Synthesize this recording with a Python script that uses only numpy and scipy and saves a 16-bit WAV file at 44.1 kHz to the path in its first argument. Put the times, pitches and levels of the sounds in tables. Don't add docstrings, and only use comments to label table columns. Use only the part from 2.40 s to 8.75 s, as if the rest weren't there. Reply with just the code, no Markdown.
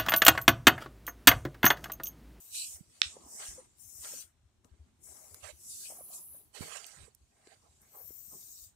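import sys
import numpy as np
from scipy import signal
from scipy.fft import rfft, irfft
from scipy.io import wavfile

SR = 44100
rng = np.random.default_rng(int(sys.argv[2]) if len(sys.argv) > 2 else 0)


def wav_out(sig):
    wavfile.write(sys.argv[1], SR, np.round(np.clip(np.atleast_2d(sig).T, -1, 1) * 32767).astype(np.int16))


N = 280035

# pitch in Hz, relative strength in dB.
ROOM_TONE = [(15, -39), (25, -13), (77, 2.5), (445, -20), (666, -15), (2060, -23), (4150, -21.5),
             (4750, -31.5), (5140, -23), (8350, -24), (11200, -34.5), (14300, -36.5), (15500, -49.5)]
# time in seconds, level in dB.
MURMUR = [(0, -82.5), (1.8, -79.5), (1.95, -89), (2.35, -75.5), (3.17, -79), (3.62, -72.5), (4.06, -79),
          (4.75, -82), (5.9, -79), (6.35, -89.5)]
# time in seconds, base level in dB.
RUSTLE_LEVELS = [(0, -73.5), (.1, -76), (.47, -78), (.6, -70), (.8, -75), (1.3, -84), (1.6, -76),
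                 (1.9, -101.5), (2.55, -95.5), (2.7, -79), (3.2, -77), (4.0, -81), (4.12, -91.5),
                 (4.85, -86), (5.1, -81.5), (5.9, -79.5), (6.28, -81), (6.35, -98)]

PRESS_SWELLS = [(.39, .01, 0.11, 0.25, -77, 0, -23), (.77, .1, .2, 0.82, -64.5, -7, -1),
                (1.1, .15, 0.06, 0.11, -69.5, 0, -2.5), (1.76, .01, 0.29, 0.077, -67, 0, 3),
                (4.22, 0.0077, 0.056, 0.084, -56, -1.5, -22), (4.6, .04, .1, 0.075, -72.5, 0.5, 0),
                (5.94, 0.0092, .04, 0.057, -60.5, 0, 0.5)]
# a swell, then dB added for its brighter part.
RUB_SWELLS = [(.36, .01, 0.14, 0.056, -67, -1, -1.5, -6), (.72, .3, 0.06, .1, -71.5, 12, 0, -18),
              (.77, .005, 0.074, 0.037, -58.5, 1, 8, -27), (1.04, 0.0079, 0.092, 0.15, -52.5, -7, -1, 3),
              (1.18, 0.021, 0.033, 0.089, -63.5, 0, 2, -14), (1.645, 0.013, 0.018, .04, -56.5, 2.5, -15, 3),
              (1.67, 0.12, 0.075, 0.12, -64, -4, -1.5, 1.5), (2.25, .005, 0.012, 0.067, -69, -2.5, 8, -10),
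              (2.69, 0.37, .08, 0.065, -68.5, 1, -4.5, -6.5), (3.46, .02, 0.1, 0.14, -77, -4, -4, 7.5),
              (3.5, .11, 0.029, 0.062, -61.5, -1.5, 0.5, -10), (3.69, .12, 0.054, 0.087, -63.5, -2, 2, -18),
              (3.95, 0.0095, 0.13, 0.14, -71, 1.5, 0, -14.5), (4.22, .01, .03, 0.04, -50, -1, -12, 1),
              (4.68, .005, 0.018, 0.075, -75.5, 0, -16, -19), (5.07, .005, .2, 0.075, -74, 1.5, 9, -5),
              (5.245, .02, 0.033, 0.072, -65.5, -3, -24, -18),
              (5.425, 0.0054, 0.039, 0.12, -75.5, 4.5, 3.5, -1.5),
              (5.55, .065, 0.024, 0.052, -58, -2.5, -19.5, -14), (5.7, 0.0053, .04, 0.11, -77, 0, 4, -3.5),
              (5.93, 0.0092, 0.026, 0.054, -61, -1.5, -0.5, -20)]
# a swell, then brightness in dB per band upward.
SCUFF_SWELLS = [(2.3, 0.2, 0.053, .05, -82, -2, -8, -1), (3.04, 0.064, 0.027, 0.031, -51.5, -0.5, -28, 0.5),
                (4.15, 0.066, 0.017, .03, -50.5, -4.5, -23, 0.8),
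                (4.3, 0.032, 0.083, 0.058, -48.5, 3.5, -31, 0),
                (4.355, 0.018, 0.034, 0.041, -44.5, 0.5, -39, 0),
                (4.4, .26, 0.022, .05, -55.5, -7.5, -18.5, 0.85),
                (5.13, 0.014, 0.17, 0.053, -65, -2.5, -15, -0.6)]
# a swell, then dB added in the TOP band and in the NOSE band.
HISS_SWELLS = [(0., .36, .05, 0.056, -55.5, 0, 7, -12, -3.5),
               (.9, 0.24, 0.066, 0.083, -59, -6, 30, -15, -8),
               (1.4, 0.41, 0.028, 0.063, -59, 5.5, 16, -2, 1.5),
               (1.62, 0.21, .1, .05, -56, -7, -5.5, -9, -10),
               (2.245, .005, .01, 0.053, -81.5, 3, 4, 1.5, 4),
               (2.64, 0.36, 0.033, .08, -62, -6.5, 10, 2, 7.5),
               (3.3, 0.67, 0.21, 0.11, -56.5, 1.5, 1, 3, -19),
               (4.22, 0.051, 0.042, 0.077, -57.5, -3, -2, 0.5, 10),
               (4.468, .01, .004, 0.13, -63, -7, 17, 0, 8), (5.415, 0.022, .01, 0.075, -72, -2, 10, -1, -5),
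               (5.58, 0.67, 0.097, 0.056, -50, -6, 20, -20, -18)]
# a swell, then dB added for its lower part.
RASP_SWELLS = [(.15, 0.06, .04, 0.094, -45.5, 2, -4, -3), (1.025, 0.0074, 0.053, 0.14, -52, -1.5, 1, -2),
               (1.65, 0.17, 0.059, 0.058, -58.5, -4.5, 0, -1.5),
               (3.315, .14, 0.076, .05, -57.5, 1, 7, -15.5), (3.465, 0.0082, .03, 0.1, -58, -8.5, 2, 6),
               (3.74, .01, 0.07, 0.096, -60, -5, 3, -4.5), (4.23, 0.024, 0.068, 0.069, -55, 3, -6, -5),
               (6.2, .05, 0.42, 0.069, -64.5, -2.5, 6, -28)]
# a swell, then dB added in the TOP band.
AIRY_SWELLS = [(.155, 0.2, 0.051, 0.064, -38, -10.5, -1, -9.5),
               (.65, 0.083, 0.037, 0.091, -48.5, -3.5, -2.5, -19),
               (.94, .15, 0.14, 0.13, -46.5, 4, -0.5, -12.5), (1.65, 0.15, 0.18, 0.066, -44, -3, 4, -16),
               (2.68, 0.4, .05, 0.059, -62.5, -8, 8, 2), (3.3, 0.2, 0.12, 0.13, -45, -2.5, -1, -10),
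               (3.745, 0.021, 0.055, 0.077, -45, -2.5, 1.5, -3), (5.55, 0.28, 0.15, .1, -66, -4, -10.5, -4),
               (5.93, 0.32, 0.53, 0.065, -54, 0.5, 0.5, -18)]

DULL_CLOTH, BRIGHT_CLOTH, LOW_RASP, HIGH_RASP, NOSE_BAND, TOP_BAND, HISS_BAND = range(7)
TOP_START_HZ, HISS_START_HZ, HISS_END_HZ = 9500, 11900, 15700
SCUFF_BAND_DB = [-4.5, -3.5, -6.5, -4.5, 1.5, -12.5, -20.5]
RUSTLE_BAND_DB = [-4, -6, -3.5, 0.5, 8, -2.5, -8.5]
# pitch in Hz, width in Hz, relative strength in dB.
NASAL_PEAKS = [(6182, 2100, -2), (7220, 1100, 4), (8510, 1500, 0.5)]

# start in seconds, peak in dB, pitch in Hz, pan in dB,
# rough length in seconds.
MIC_BUMPS = [(0.337, -53.5, 75.4, -16, 0.038), (0.654, -48, 73.4, 4, 0.033),
             (0.836, -56.5, 70.0, -1, 0.037), (1.081, -49, 57.3, 3, 0.031), (1.129, -54, 78.1, 2.5, 0.028),
             (1.584, -56, 74.6, 4, 0.038), (1.836, -62, 72, 9.5, 0.036), (2.043, -58, 80.7, 8, 0.033),
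             (2.311, -51, 69.8, 8, 0.042), (2.389, -48, 75, 4.5, 0.055), (2.681, -59.5, 76, -16, 0.05),
             (2.906, -56.5, 87.5, 5, 0.05), (3.023, -52.5, 84, 7, 0.055), (3.116, -55, 72.5, 14, 0.052),
             (4.197, -45.5, 86, -35, 0.043), (4.595, -51.5, 87, 7.5, 0.042),
             (4.626, -55, 61.9, -6.5, 0.038), (5.285, -59, 78.1, 3.5, 0.032), (6.213, -60, 61.9, 12, 0.044)]
MUZZLE_KNOCKS = [(0.407, -42, 164, -26.5, 0.018), (0.766, -41.5, 493, -2, 0.0096),
                 (0.86, -52.5, 272, -2, 0.025), (1.177, -45.5, 515, 5, 0.049), (1.734, -49.5, 530, 3, 0.02),
                 (2.249, -57, 242, 7, 0.02), (2.475, -66, 151, 9, 0.015), (3.511, -58, 899, -6, 0.013),
                 (3.501, -47.5, 620, -1.5, 0.01), (3.521, -44.5, 630, -7, 0.011),
                 (3.584, -52, 720, -6, 0.032), (3.607, -45.5, 596, -4, 0.012),
                 (3.7, -55.5, 693, -1.5, 0.022), (3.944, -59, 586, 1, 0.019), (4.207, -31, 182, -32, 0.011),
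                 (4.575, -55, 125, 5, 0.035), (4.63, -54, 120, 0, 0.028), (4.679, -52, 441, -19, 0.016),
                 (5.072, -50.5, 378, 4, 0.012), (5.562, -56.5, 423, -21, 0.017),
                 (5.604, -58, 466, -9, 0.023), (5.705, -47, 375, 9.5, 0.0095), (5.93, -57, 310, -6, 0.012),
                 (5.94, -56, 360, -5, 0.022)]
# start in seconds, peak of the bright part in dB, its centre in Hz,
# pan in dB, dB added for the dull part.
CLAW_TOOTH_CLICKS = [(.147, -37.5, 3900, -3, -33), (.7294, -59.5, 6100, -1.5, -11),
                     (1.384, -53, 8420, 14, -27), (1.45, -48.5, 8450, 18, -34.5),
                     (1.647, -36.5, 2290, -24, -0.5), (2.246, -53, 4490, 12, -1.5),
                     (2.9446, -31.5, 8550, -22, -16), (4.4431, -35, 4000, -16, -15),
                     (4.4666, -34, 8500, 14, -31), (4.7485, -44.5, 9500, -16, -33),
                     (5.072, -49.5, 3790, 15, -14), (5.4176, -51.5, 13400, -3.5, -24),
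                     (5.5574, -44, 13600, 11, -22.5)]
# pitch in Hz, relative strength in dB, seconds to fade by 60 dB.
SNAP_TONES = [(1285.3, -20.5, .006), (1900, -16.5, 0.0094), (2510, -6.5, .006), (3590, 1.5, 0.008),
              (4360, -3, 0.0032), (5400, -5.5, 0.0047), (7220, -12, .005), (9000, -19.5, .004)]

STEP = 40
CURVE_TIMES = np.arange(0, N, STEP) / SR


def from_db(db):
    return 10 ** (np.asarray(db) / 20)


def rms_one(x):
    return x / np.sqrt(np.mean(x ** 2) + 1e-20)


def panned(pan_db):
    left = from_db(pan_db)
    return np.array([left, np.ones_like(left)]) * np.sqrt(2 / (1 + left ** 2))


def band(x, low_hz, high_hz, order=4):
    return signal.sosfilt(signal.butter(order, [low_hz, high_hz], "band", fs=SR, output="sos"), x)


def stretch(curves):
    return np.array([np.interp(np.arange(N) / STEP, np.arange(len(c)), c) for c in curves])


def drift(rate_hz):
    r = np.exp(-2 * np.pi * STEP * rate_hz / SR)
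    chance = rng.standard_normal((2, N // STEP + 2002))
    slow = signal.lfilter([1], [1, -2 * r, r * r], chance)[:, 2000:]
    return stretch([rms_one(side) for side in slow])


def noise(alike=0., grain_db=0.):
    white = rng.standard_normal((2, N))
    shared, apart = white * from_db(grain_db * np.minimum(rng.exponential(1, (2, N)), 5))
    return np.sqrt(1 + alike) * shared + np.sqrt(1 - alike) * apart * [[1], [-1]]


def patchy(x, low_hz, high_hz, flicker_db, slices):
    edges = np.geomspace(low_hz, high_hz, slices + 1)
    out = 0
    for k, (low, high) in enumerate(zip(edges, edges[1:])):
        shifted = np.roll(x, 97 * (k % 2), axis=1)
        out = out + band(shifted, low, high, order=3) * from_db(flicker_db * drift(9.1))
    return rms_one(out)


def level_curve(rows):
    return from_db(np.interp(CURVE_TIMES, *np.transpose(rows))) ** 2


def swells(rows, add_column=None):
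    columns = np.array(rows).T[:, :, None]
    start, hold, rise, fall, db, slide, pan = columns[:7]
    if add_column is not None:
        db = db + columns[add_column]
    t = CURVE_TIMES - start
    fade = np.maximum(-t / rise, 0) + np.maximum((t - hold) / fall, 0)
    db = db + slide * np.clip(t / hold, 0, 1) - 20 * np.minimum(fade, 10)
    return ((panned(pan) * from_db(db)) ** 2).sum(axis=1)


def band_gain(own_power, which):
    scuffs = np.array(SCUFF_SWELLS)
    tilt_db = (which - HIGH_RASP) * scuffs[:, 7]
    scuffs[:, 4] += SCUFF_BAND_DB[which] + tilt_db
    rustle = level_curve(RUSTLE_LEVELS) * from_db(RUSTLE_BAND_DB[which]) ** 2
    return stretch(np.sqrt(own_power + swells(scuffs) + rustle))


def ring(hits, hz, fade_s):
    r, turn = from_db(-60 / (fade_s * SR)), 2 * np.pi * hz / SR
    return signal.lfilter([0, np.sin(turn)], [1, -2 * r * np.cos(turn), r * r], hits + 1e-18)


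def room_tone(level_db=-75.5):
    hz = np.maximum(np.arange(N // 2 + 1) * SR / N, 1)
    pitches, strengths = np.transpose(ROOM_TONE)
    shape = from_db(np.interp(np.log(hz), np.log(pitches), strengths))
    alike = 0.99 / (1 + hz / 600)
    shared, apart = rng.standard_normal((2, N))
    shared = irfft(rfft(shared) * shape * np.sqrt(1 + alike), N)
    apart = irfft(rfft(apart) * shape * np.sqrt(1 - alike), N)
    return from_db(level_db + 1.5 * drift(3.7)) * rms_one(shared + apart * [[1], [-1]])


def hand_rumble(level_db=-75.0):
    lumps = noise(alike=.75) * from_db(6.7 * drift(12.0)[0])
    return from_db(level_db) * rms_one(band(lumps, 50, 110, order=2))


def padded_contacts(rows, rise):
    out = np.zeros((2, N))
    for start, peak_db, hz, pan_db, length in rows:
        progress = np.arange(round(3 * length * SR)) / (length * SR)
        swell = (progress / rise) ** 2 * np.exp(2 - 2 * progress / rise)
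        wave = swell * np.sin(2 * np.pi * (hz * length * progress + rng.random()))
        at = round(start * SR)
        out[:, at:at + len(wave)] += from_db(peak_db) * panned(pan_db)[:, None] * wave[:N - at]
    return out


def bedding():
    loudness = stretch(np.sqrt(swells(PRESS_SWELLS) + level_curve(MURMUR)))
    lumps = from_db(2.7 * drift(25.0)[0])
    return loudness * lumps * patchy(noise(alike=.6), 130, 400, flicker_db=2.5, slices=3)


def cloth_rub():
    fibres = noise(alike=0.11, grain_db=3.5) * from_db(2.0 * drift(37.0)[0])
    muffled = signal.lfilter([1], [1, -.93], fibres)
    dull = patchy(muffled, 400, 1300, flicker_db=4.0, slices=5)
    bright = patchy(fibres, 1300, 2350, flicker_db=3.4, slices=4)
    dull *= band_gain(swells(RUB_SWELLS), DULL_CLOTH)
    bright *= band_gain(swells(RUB_SWELLS, add_column=7), BRIGHT_CLOTH)
    return dull + bright


def thin_hiss():
    hiss = patchy(noise(), HISS_START_HZ, HISS_END_HZ, flicker_db=3.5, slices=8)
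    return hiss * band_gain(swells(HISS_SWELLS), HISS_BAND)


def nostril_rasp():
    grit = noise(alike=0.03, grain_db=1.0) * from_db(2.0 * drift(40.0)[0])
    upper = patchy(grit, 3500, 4900, flicker_db=4.2, slices=5)
    lower = patchy(grit, 2380, 3500, flicker_db=3.2, slices=4)
    upper *= band_gain(swells(RASP_SWELLS), HIGH_RASP)
    lower *= band_gain(swells(RASP_SWELLS, add_column=7), LOW_RASP)
    return upper + lower


def sniffing():
    air, nasal = noise(), 0
    for k, (hz, width_hz, db) in enumerate(NASAL_PEAKS):
        r = np.exp(-np.pi * width_hz / SR)
        feedback = [1, -2 * r * np.cos(2 * np.pi * hz / SR), r * r]
        peak = signal.lfilter([1 - r * r, 0, r * r - 1], feedback, air)
        nasal = nasal + (-1) ** k * from_db(db) * peak
    jet = patchy(nasal, 4900, TOP_START_HZ, flicker_db=3.7, slices=12)
    top = patchy(air, TOP_START_HZ, HISS_START_HZ, flicker_db=2.5, slices=6)
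    jet *= band_gain(swells(AIRY_SWELLS) + swells(HISS_SWELLS, add_column=8), NOSE_BAND)
    top *= band_gain(swells(AIRY_SWELLS, add_column=7) + swells(HISS_SWELLS, add_column=7), TOP_BAND)
    return jet + top


def claws_and_teeth(bright_fade_s=0.012, dull_fade_s=0.0071, spread=1.8):
    out, t = np.zeros((2, N)), np.arange(600) / SR
    for start, peak_db, hz, pan_db, dull_db in CLAW_TOOTH_CLICKS:
        bright, dull = rng.standard_normal((2, len(t)))
        bright *= from_db(-60 * t / bright_fade_s)
        bright = band(bright, hz / spread, min(hz * spread, HISS_END_HZ), order=3)
        dull = band(dull * from_db(-60 * t / dull_fade_s), 390, 1500, order=1)
        click = bright / np.abs(bright).max() + from_db(dull_db) * dull / np.abs(dull).max()
        at = round(start * SR)
        out[:, at:at + len(t)] += from_db(peak_db) * panned(pan_db)[:, None] * click
    return out


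def snap(start_s=.6171, echo_delay_s=0.0096, echo_fade_s=0.19):
    hit, at = np.zeros(N), round(start_s * SR)
    for delay_s, strength in (0, -.4), (.0003, 1), (.0029, .15):
        hit[at + round(delay_s * SR)] = strength
    hit = signal.sosfilt(signal.butter(2, 9000, fs=SR, output="sos"), hit)
    tones = [(-1) ** k * from_db(db) * ring(hit, hz, fade) for k, (hz, db, fade) in enumerate(SNAP_TONES)]
    direct = from_db(-5.5) * sum(tones)
    t = np.arange(SR // 2) / SR
    wash = rng.standard_normal((2, len(t))) * from_db(-35.5 - 60 * t / echo_fade_s)
    wash *= np.clip((t - echo_delay_s) / .004, .25, 1)
    echo = signal.fftconvolve(direct[None, at:at + 1000], wash, axes=1)
    room = np.zeros((2, N))
    room[:, at:at + echo.shape[1]] = echo
    return panned(-11)[:, None] * direct + panned(-1.7)[:, None] * room


def scene():
    rustling = cloth_rub() + nostril_rasp() + sniffing() + thin_hiss() + bedding()
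    clicks = claws_and_teeth()
    knocks = padded_contacts(MUZZLE_KNOCKS, rise=0.2)
    bumps = padded_contacts(MIC_BUMPS, rise=0.4)
    return rustling + clicks + knocks + bumps + snap() + room_tone() + hand_rumble()


def record(dry):
    treble_cut = signal.cheby2(14, 70, 16500, fs=SR, output="sos")
    return np.clip(signal.sosfilt(treble_cut, dry), -1, 1)


dry = scene()
out = record(dry)
wav_out(out)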